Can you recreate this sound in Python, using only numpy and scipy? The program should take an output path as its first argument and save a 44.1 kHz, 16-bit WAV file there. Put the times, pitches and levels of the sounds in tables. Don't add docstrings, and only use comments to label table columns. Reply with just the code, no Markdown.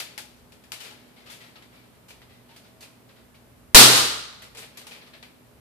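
import sys
import numpy as np
from scipy import signal
from scipy.fft import rfft, irfft
from scipy.io import wavfile
from scipy.ndimage import map_coordinates

SR = 44100
rng = np.random.default_rng(int(sys.argv[2]) if len(sys.argv) > 2 else 0)


def wav_record(signal):
    frames = np.transpose(np.atleast_2d(signal))
    bounded = np.clip(frames, -1, 1)
    quanta = np.round(bounded * 32767).astype(np.int16)
    wavfile.write(sys.argv[1], SR, quanta)


def volts_from_decibels(level):
    exponent = np.asarray(level, float) / 20
    return 10 ** exponent


N = 247118

# one row of t/s, shock level/dB, greatest depth of the negative offset before the side gains/dB,
# time from the start of the offset to its greatest depth/s
SPARK = (3.7465, 35.5, -7, .0035)
# f/Hz, density/dB per Hz (relative)
SPARK_COLOUR = [(40, -40), (110, -18), (170, -13), (240, -7), (400, -4), (650, -7), (1200, -5), (2200, -7),
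                (4100, -1), (6300, -7), (9000, -6), (13000, -12), (14400, -16), (15000, -40)]
# f/Hz, level before the onset and decay factors/dB, decay time T60/s, rise constant/s
ROOM_MODES = [(62, -24, 1.0, .3), (126, -16, .65, .025), (258, -8, .3, .02), (430, -13, .35, .03),
              (1238, -23, .9, .09), (1405, -26, 1.0, .12)]
# f/Hz, T60/s
WALL_DECAY = [(100, .6), (300, .6), (700, .68), (1150, .76), (1300, .93), (1450, .76), (2500, .74),
              (4000, .75), (6000, .68), (10000, .55), (15000, .45)]
# one row of delay/s, rise/s, level for the spark/dB
ANNEX = (.15, .07, -9)
# f/Hz, correlation (1 = alike, 0 = unrelated)
ROOM_LIKENESS = [(60, 0.73), (180, 0.81), (550, 0.33), (1650, 0.01), (4960, -0.02), (15000, -0.01)]
# t/s, level before the direct and wall gains/dB, treble lift/dB, panel f/Hz, length/s
SNAPS = [(0.0004, -4, 1, 4500, .0022), (0.178, -8, 3, 850, .0003), (0.5207, -25, 0, 560, .002),
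         (0.6374, -28, 0, 1710, .003), (0.7193, -7, 2, 2900, .0007), (0.8011, -13, 2, 3000, .0115),
         (0.832, -13, -2, 450, .03), (1.1608, -23, -8, 2150, .033), (1.259, -18, -5, 1250, .023),
         (1.2984, -14, 3, 3400, .018), (1.4027, -19, -4, 1950, .03), (1.5559, -22, -9, 1280, .006),
         (1.6224, -25, -5, 2030, .0033), (1.7494, -26, -9, 2310, .04), (2.0827, -21, 4, 3000, .01),
         (2.1044, -22, -3, 2400, .0026), (2.2179, -26, -8, 2000, .0005), (2.2924, -26, -8, 2000, .04),
         (2.4882, -24, -6, 920, .026), (2.5611, -22, 2, 4800, .005), (2.6394, -28, -4, 1500, .02),
         (2.806, -20, 6, 4500, .009), (2.8255, -18, 0, 2500, .0035), (3.0884, -28, -7, 1640, .009),
         (3.1604, -29, -7, 1500, .017), (3.3424, -29, -4, 2300, .01), (4.4184, -17, 1, 2000, .01),
         (4.5461, -18, -1, 480, .01), (4.5695, -11, 4, 440, .017), (4.6194, -17, -8, 2400, .0135),
         (4.7716, -14, 3, 420, .0044), (4.8144, -21, -2, 1220, .002), (4.8673, -16, 3, 870, .003),
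         (4.9097, -14, -4, 2430, .018), (5.0135, -22, -11, 1730, .008), (5.0644, -25, -5, 1220, .01),
         (5.1337, -20, -10, 1730, .009), (5.2265, -18, -6, 2350, .002)]
# f/Hz, density/dB per Hz (relative)
FOIL_COLOUR = [(120, -36), (300, -12), (700, -9), (1100, -11), (2400, -4), (4500, -6), (6000, -12),
               (10600, -14), (14400, -18), (14900, -45)]
# t/s, left-over-right level of the snaps' wall sound/dB
HAND = [(0, 3.5), (.8, 4.5), (1.5, 3), (2.1, 1.5), (2.8, .3), (4.4, 1), (5.2, 2.5)]
# t/s, level/dB
CRINKLE = [(0.0, -58), (0.11, -58), (0.29, -71), (0.57, -72), (0.9, -60), (1.11, -61), (1.46, -61),
           (1.75, -64), (1.95, -69), (3.1, -71), (3.6, -75), (4.45, -58), (4.62, -63), (4.9, -60),
           (5.13, -62), (5.3, -73), (5.6, -75)]
# f/Hz, level/dB
CRINKLE_TILT = [(750, 7), (1250, 6), (2200, 0), (4000, -2), (6000, -6)]
# t/s, level/dB
RUMBLE = [(0.0, -74), (0.4, -61), (0.65, -69), (1.4, -74), (2.0, -68), (2.25, -62), (2.55, -71), (3.3, -66),
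          (4.55, -64), (4.85, -73), (5.25, -71), (5.6, -65)]
# f/Hz, level/dB (relative)
RUMBLE_COLOUR = [(25, -30), (48, -12), (59, 2), (70, -5), (92, 0), (150, -40), (300, -120)]
# f/Hz, density/dB per Hz (relative)
HUSH_COLOUR = [(25, -38), (60, -24), (100, -7), (125, -4), (190, -5), (230, -2), (290, -8), (500, -10),
               (1000, -15), (2000, -20), (4000, -25), (6300, -28.5), (10000, -26), (14400, -26),
               (14800, -70)]
# f/Hz, correlation (1 = alike, 0 = unrelated)
HUSH_LIKENESS = [(60, 0.69), (240, 0.45), (950, 0.14), (3760, 0.03), (15000, -0.02)]
# f/Hz, rms level/dB
HUM = [(59.4, -75), (119.8, -66), (243.6, -65), (412.4, -76), (589.2, -77), (648.4, -77)]


def spark():
    s, shock_db, offset_db, offset_s = SPARK
    track = np.zeros((2, N))
    t = np.arange(2 * SR) / SR
    front = coloured([1], SPARK_COLOUR)
    room = walls(size=len(t), near_db=2.5, near_t60=.45, annex_db=ANNEX[2], spread=.006)
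    add(track, volts_from_decibels(shock_db) * signal.fftconvolve(front[None], room, axes=1), s)
    add(track, volts_from_decibels(shock_db - 25) * front[None], s)
    offset = -volts_from_decibels(offset_db) * t / offset_s * np.exp(1 - t / offset_s)
    modes = sum(ring(t, *mode) for mode in ROOM_MODES)
    add(track, offset * volts_from_decibels([[-1.5], [1.5]]) + modes, s)
    return track


def ring(t, hz, db, t60, rise):
    decay = volts_from_decibels(db - 60 * t / t60)
    onset = (1 - np.exp(-t / rise)) ** 2
    return decay * onset * np.sin(2 * np.pi * hz * t + [[.35], [-.35]])


def walls(size, near_db, near_t60, annex_db, spread):
    hz, t, z = pair(size, ROOM_LIKENESS, window=256)
    fall = -60 / along(WALL_DECAY, hz)[:, None]
    annex_delay, annex_rise, _ = ANNEX
    late = t - annex_delay
    annex = volts_from_decibels(annex_db + fall * late) * np.clip(late / annex_rise, 0, 1)
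    near = volts_from_decibels(near_db - 60 * t / near_t60)
    power = volts_from_decibels(fall * t) ** 2 + near ** 2 + annex ** 2
    power = signal.lfilter([1], [1, -np.exp(-t[1] / spread)], power)
    tail = signal.istft(z * np.sqrt(power), SR, nperseg=256)[1]
    return tail / np.linalg.norm(tail[0])


def snaps():
    track = np.zeros((2, N))
    t = np.arange(SR // 10) / SR
    draws = rng.standard_normal((len(SNAPS), 2, len(t)))
    for (s, db, treble_db, hz, length), (clicks, size) in zip(SNAPS, draws):
        swell = 1 - np.exp(-t / (.25 * length))
        clump = clicks * volts_from_decibels(5 * size) * np.exp(-t / (2 * length)) * swell
        clump = clump / np.linalg.norm(clump)
        tilt = [(700, -2 - .25 * db), (1500, 0), (4200, 0), (7000, treble_db)]
        close = volts_from_decibels(db) * coloured([1], FOIL_COLOUR, tilt, panel(hz, peak_db=19))
        click = volts_from_decibels(db) * coloured([1], FOIL_COLOUR, tilt, panel(hz, peak_db=13))
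        pan_db = np.interp(s, *np.transpose(HAND))
        sides = volts_from_decibels([[pan_db / 2], [-pan_db / 2]])
        lag = round(pan_db * 4)
        near = signal.fftconvolve(close, clump)
        direct = np.array([np.pad(near, (0, lag)), np.pad(near, (lag, 0))])
        add(track, volts_from_decibels(-3) * sides ** 1.8 * direct, s)
        room = walls(size=SR // 2, near_db=11, near_t60=.25, annex_db=-20, spread=length)
        echoes = signal.fftconvolve(click[None], room, axes=1)
        add(track, volts_from_decibels(2.5) * sides * echoes, s + .001)
    return track


def panel(hz, peak_db):
    small_db = 3.5 * max(np.log2(hz / 600), 0)
    return [(hz * .91, 0), (hz, peak_db - small_db), (hz * 1.09, 0)]


def crinkle():
    tick_db = 6 * rng.standard_normal(N) + 5 * wobble(25)
    ticks = rng.standard_normal(N) * volts_from_decibels(tick_db)
    ticks = coloured(ticks, FOIL_COLOUR, CRINKLE_TILT)
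    room = walls(size=SR // 2, near_db=15, near_t60=.2, annex_db=-21, spread=.003)
    wet = signal.fftconvolve(ticks[None], room, axes=1)[:, :N]
    return volts_from_decibels(curve(CRINKLE)) * unit(wet)


def hum():
    t = np.arange(N) / SR
    tones = np.zeros(N)
    for hz, db in HUM:
        level = np.sqrt(2) * volts_from_decibels(db + 2.2 * wobble(6))
        tones += level * np.sin(2 * np.pi * hz * t + .6 * wobble(8))
    return volts_from_decibels([[-1.2], [1.2]]) * tones


def rumble():
    noise = diffuse_noise(RUMBLE_COLOUR, window=4096)
    return volts_from_decibels(curve(RUMBLE) + 2.5 * wobble(6)) * noise


def hush():
    return volts_from_decibels(-56) * diffuse_noise(HUSH_COLOUR, window=2048)


def diffuse_noise(colour, window):
    hz, _, z = pair(N, HUSH_LIKENESS, window)
    shaped = z * volts_from_decibels(along(colour, hz))[:, None]
    return unit(signal.istft(shaped, SR, nperseg=window)[1][:, :N])


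def pair(size, alike, window):
    hz, t, (a, b) = signal.stft(rng.standard_normal((2, size)), SR, nperseg=window)
    angle = np.arccos(np.clip(along(alike, hz), -1, 1))[:, None] / 2
    shared, apart = np.cos(angle) * a, np.sin(angle) * b
    return hz, t, np.array([shared + apart, shared - apart])


def coloured(x, *spectra):
    size = 4096
    hz = np.fft.rfftfreq(size, 1 / SR)
    cepstrum = irfft(np.log(volts_from_decibels(sum(along(points, hz) for points in spectra))))
    fold = np.r_[1, 2 * np.ones(size // 2 - 1), 1, np.zeros(size // 2 - 1)]
    response = irfft(np.exp(rfft(cepstrum * fold)))
    return signal.fftconvolve(x, response / np.linalg.norm(response))


def along(points, hz):
    f, v = np.transpose(points)
    return np.interp(np.log(hz + 1), np.log(f + 1), v)


def curve(rows):
    s, v = np.transpose(rows)
    return np.interp(np.arange(N) / SR, s, v)


def wobble(rate):
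    knots = rng.standard_normal(N // 1000)
    return map_coordinates(knots, [np.arange(N) * rate / SR])


def unit(x):
    return x / np.sqrt(np.mean(x ** 2) + 1e-20)


def add(track, x, s):
    part = track[:, max(round(s * SR), 0):][:, :x.shape[1]]
    part += x[:, :part.shape[1]]


def scene():
    return spark() + snaps() + crinkle() + hum() + rumble() + hush()


def low_pass(x):
    return signal.sosfilt(signal.butter(12, 15560, fs=SR, output="sos"), x)


def record(dry):
    clipped = dry / (1 + np.abs(dry / 1.02) ** 6) ** (1 / 6)
    return low_pass(clipped)


dry = scene()
out = record(dry)
wav_record(out)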